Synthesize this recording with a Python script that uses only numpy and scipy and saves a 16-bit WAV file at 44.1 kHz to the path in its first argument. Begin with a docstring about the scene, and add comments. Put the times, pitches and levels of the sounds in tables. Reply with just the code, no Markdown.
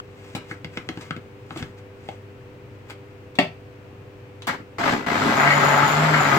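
"""Over the faint, wavering hum of a small tiled kitchen, a palm presses a plastic lid onto a blender:
each snap makes decaying tones of the lid, a tick and a dull thud, with soft rubbing between.
A hand brushes the jar, which then seats with a knock and one bounce, in noise bursts and ringing tones.
The knob jogs the motor twice and holds it on, still running at the end: random blade impacts batter
chunks against the jar, while the shaft hums and the commutator whines at the same changing speed."""
import sys
import numpy as np
from scipy import signal
from scipy.fft import rfft, irfft
from scipy.io import wavfile
from scipy.ndimage import uniform_filter1d

SR = 44100
rng = np.random.default_rng(int(sys.argv[2]) if len(sys.argv) > 2 else 0)


def master(y):
    """Save y as 16-bit WAV."""
    cut = np.clip(np.atleast_2d(y).T, -1, 1)
    pcm = np.round(cut * 32767)  # scale
    wavfile.write(sys.argv[1], SR, pcm.astype(np.int16))


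N = 281358  # length in samples

# Turns of the speed knob: on_s, off_s, level_db (the last one is still on at the end)
KNOB_TURNS = [(4.476, 4.508, 4), (4.784, 4.935, 4), (5.064, 6.4, 0.5)]
# Blender at full speed: time_s, whine_pitch_hz, chopping_db (before CHOP_GAIN_DB)
FULL_SPEED_RUN = [(5.34, 6433, -23), (5.41, 6852, -18), (5.51, 6914, -20), (5.64, 6900, -20.5),
                  (5.87, 6877, -20.5), (5.94, 7080, -22), (6.04, 7470, -20), (6.14, 7320, -21.5),
                  (6.22, 7058, -20), (6.29, 6750, -19.5), (6.38, 6600, -21.5)]
# Chunks crowd into the blades and the noise swells: middle_s, extra_thump_db, extra_chop_db, length_s
JAMS_OF_CHUNKS = [(4.88, 1, 2.5, 0.049), (4.955, 6, -1.5, 0.063), (5.142, 5.5, 2, .05),
                  (5.255, 10, 1.5, 0.045), (5.636, 5, 1.5, .03), (6.355, 8, 1, 0.038)]
# Spectrum of the low thumping: pitch_hz, level_db
THUMP_SPECTRUM = [(70, -21), (110, -5.5), (180, -3), (250, 3.5), (310, -0.5), (350, -7), (405, 2),
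                  (470, -12), (700, -64)]
# Spectrum of the chopping: pitch_hz, level_db
CHOP_SPECTRUM = [(330, -34.5), (490, -6.5), (600, -0.5), (1300, 0), (2050, -5), (2500, -10), (3300, -25),
                 (9000, -82)]
# Spectrum of the hissing air and spray: pitch_hz, level_db
HISS_SPECTRUM = [(1800, -10.5), (3000, 2), (4500, -2.5), (6200, -9.5), (7600, -10.5), (9800, -28),
                 (11500, -22), (13800, -19.5), (15500, -33)]
# Resonances of jar and motor housing under the blades: pitch_hz, level_db
CHURN_RESONANCES = [(570, 5.5), (698, 8), (810, -7), (858, 7.5), (1080, 1.5), (1218, 2.5), (1432, 5),
                    (1591, 7), (1702, 2), (1892, 3), (1985, 8), (2075, 1.5), (2165, 0)]
# Harmonics of the shaft hum: multiple_of_shaft_speed, level_db
HUM_HARMONICS = [(1, 0), (2, -5), (3, -10.5), (4, -6), (6, -1.5), (8, -5.5), (9, 1.5), (10, -10)]
# Whine of the 24 commutator bars: multiples of the shaft speed
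WHINE_MULTIPLES = (48, 72, 96)
# Housing that radiates the whine: pitch_hz, level_db
HOUSING_SPECTRUM = [(5000, -22), (6400, -7), (6950, 0), (7600, -4.5), (9600, -22), (11200, -13),
                    (12400, -13), (13600, -9), (15500, -24)]
# Blades catching big chunks: start_s, level_db, strongest_ring_hz
BIG_CHUNK_HITS = [(4.472, -28.5, 1030), (4.486, -24, 1740), (5.214, -23, 1189), (5.403, -21, 1180),
                  (5.474, -16.5, 2000), (5.504, -14, 1980), (5.755, -21, 804), (5.777, -19, 1220),
                  (5.821, -16.5, 1240), (6.139, -15.5, 1705), (6.205, -19.5, 830), (6.256, -28, 1320)]
# Jar knocking on the base and bouncing once: start_s, crack_db, ring_db
SEATING_KNOCKS = [(3.3876, -12, -12.5), (3.3987, -23.5, -26)]
# Crack of the jar: pitch_hz, level_db
CRACK_SPECTRUM = [(60, -40), (140, 0), (240, 3), (370, -4), (560, -1), (770, 0), (1050, -11), (1500, -13),
                  (1950, -1), (3100, -6), (3800, -15), (4600, -12.5), (5600, -26), (10000, -38),
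                  (14000, -41)]
# Empty upper wall of the jar: pitch_hz, level_db, t60_s (time to fall by 60 dB)
JAR_WALL_MODES = [(158, -0.5, .44), (226, 6.5, 0.186), (284, 5, 0.15), (386, 1.5, 0.32), (605, 11, 0.17),
                  (690, 13.5, 0.089), (849, 3, 0.15), (1150, 4, .1), (1322, -4, 0.27), (1846, 15, 0.036),
                  (2013, 2, 0.06), (2140, 1, 0.1), (2450, -10, .14), (2767, 14, 0.061), (3330, -5, 0.088),
                  (4200, -6, 0.092)]
# Lid snapping into place; last row, a hand brushing the jar:
# start_s, ring_db, strongest_ring_hz, thud_db, tick_db (before the shared gains)
SNAPS_AND_BRUSH = [(0.35, -25, 795, -32, -43), (0.366, -28, 824, -34, -55),
                   (0.512, -21.5, 1600, -35.5, -54), (0.6459, -27.5, 1920, -34, -40),
                   (0.773, -23.5, 1310, -34.5, -34.5), (0.889, -22.5, 1470, -31, -35),
                   (0.974, -33.5, 703, -34.5, -45.5), (1.108, -17.5, 1300, -31, -38),
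                   (1.165, -33, 1260, -35.5, -46.5), (1.507, -25, 1130, -39.5, -45.5),
                   (1.5603, -29.5, 1260, -33.5, -52), (1.626, -28.5, 1330, -33, -40),
                   (2.0885, -20.5, 700, -44, -42), (2.906, -42, 2190, -53, -44)]
# Ringing of the lid: pitch_hz, level_db, t60_s
LID_RING_MODES = [(551, 5, 0.021), (805, 1, 0.037), (1090, 0, 0.018), (1310, 5.5, 0.018), (1664, 7, 0.0078),
                  (1926, 4.5, 0.016), (2190, 5.5, 0.014), (3040, 3, 0.012), (4450, 9.5, 0.011)]
# Tick at the rim: pitch_hz, level_db
TICK_SPECTRUM = [(500, 0.5), (1500, 4), (3300, 9.5), (5500, -7), (8500, -16.5), (10500, -29), (14500, -38)]
# Thud of the air in the jar: pitch_hz, level_db
THUD_SPECTRUM = [(50, -22), (150, 7.5), (210, -0.5), (300, 1), (420, -9), (800, -16.5), (2000, -47)]
# Blender rocking under the palm: start_s, level_db, pitch_hz
ROCKING_BUMPS = [(0.875, -39, 135), (1.606, -34.5, 240), (1.622, -32, 96)]
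# Palm sliding on the plastic: fastest_s, level_db, length_s
PALM_SLIDES = [(0.297, -51, 0.35), (0.513, -43.5, 0.044), (0.771, -45, 0.06), (1.02, -47.5, 0.21),
               (1.59, -43, 0.13), (1.79, -48, 0.019), (2.09, -50.5, 0.13), (2.909, -42.5, 0.035)]
# Palm rubbing: pitch_hz, level_db
RUB_SPECTRUM = [(500, 8.5), (2000, 10.5), (4500, 1.5), (8300, -5), (10500, -13.5), (15000, -14)]
# Catches of lid, jar and knob: start_s, level_db, scrape_length_s, top_treble_db
PLASTIC_CATCHES = [(.351, -36.5, 0.012, -10), (1.01, -47, .008, -19), (1.573, -41.5, .005, -19),
                   (2.899, -45, 0.0028, -12), (3.354, -49, .005, -15), (4.421, -44.5, 0.0029, -20),
                   (4.47, -33, 0.02, -7)]
# Catches below the top treble: pitch_hz, level_db
CATCH_SPECTRUM = [(60, -27), (300, 4), (1100, 6), (3400, 7), (6500, -2.5), (8500, -3)]
# Soft noise of the kitchen: pitch_hz, level_db
KITCHEN_SPECTRUM = [(25, -18.5), (65, -12), (88, -4.5), (120, -1), (170, -10.5), (290, -9), (370, -12),
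                    (500, -12), (660, -18), (1500, -25.5), (2600, -26), (3500, -35.5), (5500, -42),
                    (8500, -47.5), (10000, -54), (15000, -47.5)]
# Steady tones of the kitchen hum: pitch_hz, level_db (they waver, and gain 3 dB in the mix)
HUMMING_TONES = [(99, -49), (123.5, -55.5), (297, -57.5), (395, -51.5), (494.5, -52.5)]
# Stereo width of a sound from all around: pitch_hz, side_minus_mid_db
STEREO_WIDTH = [(60, -10), (170, -17.5), (380, -7), (700, -2.5), (1400, 0), (5000, -0.5)]
# Difference between the microphones: pitch_hz, left_minus_right_db
MICROPHONE_LEAN = [(100, 1), (200, 3), (380, -1.5), (700, 2), (1300, 5), (2400, 2.5), (4400, -1),
                   (8100, 5.5), (14000, -1.5)]

# The rotor lags behind the knob; the motor pulls this much harder than the load lets it run
INERTIA_S, PULL = 0.25, 1.25
# Dying away (t60) if switched off at full speed: chopping, then big chunks, which tumble on longer
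RUN_DOWN_S, TUMBLE_S = 0.63, 1
# Each noise: gain or level at full speed, and how much it gains from standstill to there
CHOP_GAIN_DB, CHOP_RISE_DB = 0.77, 9.5
THUMP_DB, THUMP_RISE_DB = -28.5, 6
HISS_DB, HISS_RISE_DB = -34, 10
# Hum of the shaft (before a 3 dB gain), and the lowest jar resonance, which it wakes near top speed
HUM_DB, BOOM_DB, BOOM_HZ, BOOM_WIDTH_HZ = -34, 10, 156.7, 6.7
# Echoes from the nearest tiles: longest delay, and their share of the sound from the sides
SCATTER_S, SCATTER_SHARE = 0.008, 0.7
# Shared by every lid snap: gains of its parts, scrape of the tick, and the rim letting go almost at once
RING_GAIN_DB, THUD_GAIN_DB, TICK_GAIN_DB, SCRAPE_S, SNAP_S = -11, 1.5, 4, 0.0054, 0.002
BUMP_T60_S = 0.11
TOP_HZ = 15900  # hardly anything is heard above this pitch


def amp(db):
    """Turn decibels into a gain."""
    return 10 ** (np.asarray(db) / 20)


def unit(x):
    """Scale to an average power of 1 (rms 1)."""
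    return x / np.sqrt(np.mean(x ** 2) + 1e-18)


def curve(rows, column=1):
    """Give a control value at every sample, in straight lines between the rows."""
    rows = np.array(rows)
    return np.interp(np.arange(N) / SR, rows[:, 0], rows[:, column])


def spectrum_at(points, size):
    """Read a pitch_hz, level_db table at every frequency step of a transform."""
    hz, db = np.transpose(points)
    steps_hz = np.arange(size // 2 + 1) * SR / size
    return np.interp(np.log(steps_hz + 1), np.log(hz), db)


def colour(x, points):
    """Filter to a given spectrum without ringing ahead of the sound, by folding the cepstrum."""
    size = 4096
    cepstrum = irfft(np.log(amp(spectrum_at(points, size))))
    cepstrum[1:size // 2] *= 2
    cepstrum[size // 2 + 1:] = 0
    response = irfft(np.exp(rfft(cepstrum)))[:size // 2]
    return ring(x, response)


def ring(x, response):
    """Let a force set off a body's response at every instant (convolution)."""
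    return signal.fftconvolve(x, response)[:len(x)]


def fade(t60):
    """Half a second of decay that falls by 60 dB every t60 seconds."""
    return np.exp(-np.log(1000) * np.arange(SR // 2) / SR / t60)


def modes(table):
    """A struck body rings as a sum of decaying sines, here with alternating signs."""
    t = np.arange(SR // 2) / SR
    total = 0
    for k, (hz, db, t60) in enumerate(table):
        total = total + (-1) ** k * amp(db) * fade(t60) * np.sin(2 * np.pi * hz * t)
    return total


def resonance(x, hz, width_hz):
    """One ringing pitch of a body that is driven without pause."""
    return signal.lfilter(*signal.iirpeak(hz, hz / width_hz, fs=SR), x)


def walk(rate):
    """Smooth random drift of rms 1, with about this many new values per second."""
    k = max(int(SR / rate), 1)
    held = np.repeat(rng.standard_normal(N // k + 1), k)
    return unit(uniform_filter1d(held, k)[:N])


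def add(track, s, sound):
    """Mix a sound in at a time in seconds."""
    start = int(s * SR)
    track[start:start + len(sound)] += sound[:N - start]


def blow(sound, db):
    """Give a short sound the energy of 10 ms at this level."""
    return sound * amp(db) * np.sqrt(SR / 100 / np.sum(sound ** 2))


def contact(length):
    """Two surfaces touch: a sharp tick, then a short scrape of fading noise."""
    scrape = rng.standard_normal(SR // 2) * fade(3 * length)
    scrape[0] = 7.5
    return scrape


def snap(length, hz, focus_db):
    """Contact rings the lid modes, weaker by focus_db per octave away from one favoured pitch."""
    favoured = []
    for mode_hz, db, t60 in LID_RING_MODES:
        octaves = np.abs(np.log2(mode_hz / hz))
        favoured.append((mode_hz, db - focus_db * octaves, t60))
    return ring(contact(length), modes(favoured))


def diffuse(mid, side):
    """Spread two signals into stereo, alike in the bass and wide in the treble."""
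    side = colour(side, STEREO_WIDTH)
    return np.array([mid + side, mid - side])


def room(x, wet_db, t60=0.26, treble_t60=0.1):
    """Direct sound, a little earlier on the left, plus the dense echo of tiled walls."""
    split = signal.butter(1, 2500, fs=SR)
    echoes = []
    for noise in rng.standard_normal((2, SR // 2)):
        low = signal.lfilter(*split, noise)
        tail = low * fade(t60) + (noise - low) * fade(treble_t60)
        tail = tail * (1 - fade(0.0017))  # the echo builds up quickly
        echoes.append(ring(x, tail / np.sqrt(np.sum(tail ** 2))))
    direct = np.array([x, np.roll(x, 6)])  # delay in samples
    return direct + amp(wet_db) * diffuse(*echoes)


def scatter(x):
    """Nearby tiles throw a sound back, each pitch by a path of its own length."""
    hz = np.arange(N // 2 + 1) * SR / N
    delay = np.interp(hz, np.linspace(0, SR / 2, 120), SCATTER_S * rng.random(120))
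    phase = 2 * np.pi * np.cumsum(delay) * SR / N  # delay summed over pitch gives phase
    return irfft(rfft(x) * np.exp(-1j * phase), N)


def spin_up():
    """Share of full speed: the rotor gathers pace while the knob is on and coasts while it is off."""
    t = np.arange(N) / SR
    power = np.zeros(N)
    for on, off, _ in KNOB_TURNS:
        power += (t >= on) & (t < off)
    keep = np.exp(-1 / (INERTIA_S * SR))
    pace = signal.lfilter([1 - keep], [1, -keep], power)
    return np.minimum(PULL * pace, 1)


def drive(spin, t60):
    """Each knob turn starts at once and holds; once off, it dies away slower the faster the blades ran."""
    t = np.arange(N) / SR
    out = np.zeros(N)
    for on, off, db in KNOB_TURNS:
        release = t60 * np.sqrt(np.interp(off, t, spin))
        out += (t >= on) * amp(db) * np.exp(-np.log(1000) * np.maximum(t - off, 0) / release)
    return out


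def strikes(turns, per_second, spread_db):
    """Random impacts of uneven size, crowding once a turn, where the lowest blade digs in."""
    chance = per_second / SR * (1 + 0.8 * np.cos(2 * np.pi * turns))
    sizes = amp(spread_db * np.minimum(rng.exponential(size=N), 4))
    signs = rng.choice([-1, 1], N)
    return unit((rng.random(N) < chance) * sizes * signs)


def churn(turns):
    """One draw of the blade noises, each of rms 1: chopping on the jar wall, low thuds and hissing spray."""
    pulp = strikes(turns, per_second=3000, spread_db=0)
    chunks = strikes(turns, per_second=600, spread_db=0.8)
    # wet pieces land softly
    soft = signal.sosfilt(signal.butter(2, 3200, fs=SR, output="sos"), chunks)
    rattle = 0
    for hz, db in CHURN_RESONANCES:
        tumble_db = 3 * walk(14)  # tumbling pieces favour now one resonance, now another
        rattle = rattle + amp(db + tumble_db) * resonance(soft, hz, width_hz=11.7)
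    cuts = unit(colour(pulp + amp(-4) * chunks, CHOP_SPECTRUM))
    wall = unit(cuts + amp(-4.5) * unit(rattle))
    thuds = unit(colour(strikes(turns, per_second=1800, spread_db=2), THUMP_SPECTRUM))
    spray = unit(colour(pulp + rng.standard_normal(N), HISS_SPECTRUM))
    return wall, thuds, spray


def chopping(spin, turns):
    """Blades hit chunks and pulp; larger pieces rattle on the jar wall; air and spray hiss."""
    t = np.arange(N) / SR
    cutting = drive(spin, RUN_DOWN_S)
    slack = 1 - spin
    chop_db = curve(FULL_SPEED_RUN, column=2) + CHOP_GAIN_DB - CHOP_RISE_DB * slack
    chop = cutting * amp(chop_db)
    thump = drive(spin, TUMBLE_S) * amp(THUMP_DB - THUMP_RISE_DB * slack)
    hiss = cutting * amp(HISS_DB - HISS_RISE_DB * slack)
    for s, extra_thump_db, extra_chop_db, length in JAMS_OF_CHUNKS:
        swell = np.exp(-((t - s) / length) ** 2)
        thump = thump * amp(extra_thump_db * swell)
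        chop = chop * amp(extra_chop_db * swell)
        hiss = hiss * amp(extra_chop_db * swell)
    surge = amp(1.1 * walk(60))  # the load comes in lumps
    field = []
    for _ in range(2):
        wall, thuds, spray = churn(turns)
        field.append(chop * surge * wall + thump * thuds + hiss * spray)
    direct, far = field
    side = SCATTER_SHARE * scatter(direct) + np.sqrt(1 - SCATTER_SHARE ** 2) * far
    return diffuse(direct, side)


def motor(spin, turns):
    """The unbalanced shaft hums and booms the jar; brushes whine on the commutator with varying grip."""
    hum = 0
    for k, db in HUM_HARMONICS:
        wobble_db = 2 * walk(22)
        hum = hum + amp(db + wobble_db) * np.sin(2 * np.pi * k * turns)
    hum = hum + amp(BOOM_DB) * resonance(hum, BOOM_HZ, width_hz=BOOM_WIDTH_HZ)
    grip = amp(2.2 * walk(30))
    whine = []
    for _ in range(2):
        brushes = 0
        for k in WHINE_MULTIPLES:
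            # brush chatter smears each tone into a narrow band, wider for the higher ones
            chatter = k / WHINE_MULTIPLES[0] * walk(300)
            brushes = brushes + walk(k * k / 6) * np.sin(2 * np.pi * k * turns + chatter)
        whine.append(amp(-36) * grip * colour(brushes, HOUSING_SPECTRUM))
    strength = drive(spin, RUN_DOWN_S) * spin ** 2
    return strength * (np.sqrt(2) * amp(HUM_DB) * spin * hum + np.array(whine))


def jar():
    """The jar drops into its seat with a crack and a ring; later, hard chunks knock on its plastic."""
    knocks, ringing = np.zeros((2, N))
    for s, crack_db, ring_db in SEATING_KNOCKS:
        add(knocks, s, blow(colour(contact(0.0095), CRACK_SPECTRUM), crack_db))
        add(ringing, s, blow(modes(JAR_WALL_MODES), ring_db))
    for s, db, hz in BIG_CHUNK_HITS:
        # the chunks borrow the plastic ring of the lid
        add(knocks, s, blow(snap(0.033, hz, focus_db=18.5), db))
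    knocks_in_room = room(knocks, wet_db=-4, t60=0.25, treble_t60=0.22)
    return knocks_in_room + room(ringing, wet_db=-13, t60=0.25, treble_t60=0.22)


def lid_and_hand():
    """Snaps ring the lid, tick at the rim and thud in the jar's air; the hand rocks, rubs and brushes."""
    t = np.arange(N) / SR
    out = np.zeros(N)
    # the brush on the jar is made of the same three parts as a snap
    for s, ring_db, hz, thud_db, tick_db in SNAPS_AND_BRUSH:
        tick = colour(contact(SCRAPE_S), TICK_SPECTRUM)
        thud = colour(contact(0.026), THUD_SPECTRUM)
        add(out, s, blow(snap(SNAP_S, hz, focus_db=13), ring_db + RING_GAIN_DB))
        add(out, s, blow(tick, tick_db + TICK_GAIN_DB))
        add(out, s, blow(thud, thud_db + THUD_GAIN_DB))
    for s, db, hz in ROCKING_BUMPS:
        add(out, s, blow(modes([(hz, 0, BUMP_T60_S)]), db))
    rubbing = 0
    for s, db, length in PALM_SLIDES:
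        # 20 dB softer for every length away from the fastest moment
        rubbing = rubbing + amp(db - 20 * np.abs(t - s) / length)
    slips = rng.standard_normal(N) * amp(2 * walk(160))
    out += rubbing * unit(colour(slips, RUB_SPECTRUM))
    return room(out, wet_db=-7.5, t60=0.22)


def catches():
    """Thin plastic catches snap, short and bright: a tick and scrape coloured by the plastic."""
    out = np.zeros(N)
    for s, db, length, top_db in PLASTIC_CATCHES:
        spectrum = CATCH_SPECTRUM + [(11000, top_db), (15000, top_db)]
        add(out, s, blow(colour(contact(length), spectrum), db))
    return room(out, wet_db=2.5)


def kitchen():
    """Soft room noise from all around, and a hum of steady tones wavering in level and phase."""
    t = np.arange(N) / SR
    mid, side = [unit(colour(rng.standard_normal(N), KITCHEN_SPECTRUM)) for _ in range(2)]
    hum = 0
    for hz, db in HUMMING_TONES:
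        level = amp(db + 1.1 * walk(8))
        hum = hum + level * np.sin(2 * np.pi * hz * t + 0.7 * walk(9))
    return amp(-46.5) * diffuse(mid, side) + np.sqrt(2) * hum


def scene():
    """Running blender, jar, lid and catches in the kitchen; one shaft speed serves blades and motor."""
    spin = spin_up()
    full_speed = curve(FULL_SPEED_RUN) / WHINE_MULTIPLES[0]  # shaft turns per second
    speed = spin * full_speed * (1 + 0.004 * walk(35))  # the speed wavers a little
    turns = np.cumsum(speed) / SR
    blender = chopping(spin, turns) + motor(spin, turns)
    return blender + jar() + lid_and_hand() + catches() + kitchen()


def record(dry):
    """The two microphones differ in colour; loud peaks are rounded and the top is cut steeply."""
    lean_db = spectrum_at(MICROPHONE_LEAN, N) * np.array([[0.5], [-0.5]])
    heard = irfft(rfft(dry) * amp(lean_db), N)
    heard = heard / (1 + (heard / 0.85) ** 4) ** 0.25
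    return signal.sosfilt(signal.ellip(10, 0.2, 80, TOP_HZ, fs=SR, output="sos"), heard)


dry = scene()
out = record(dry)
master(out)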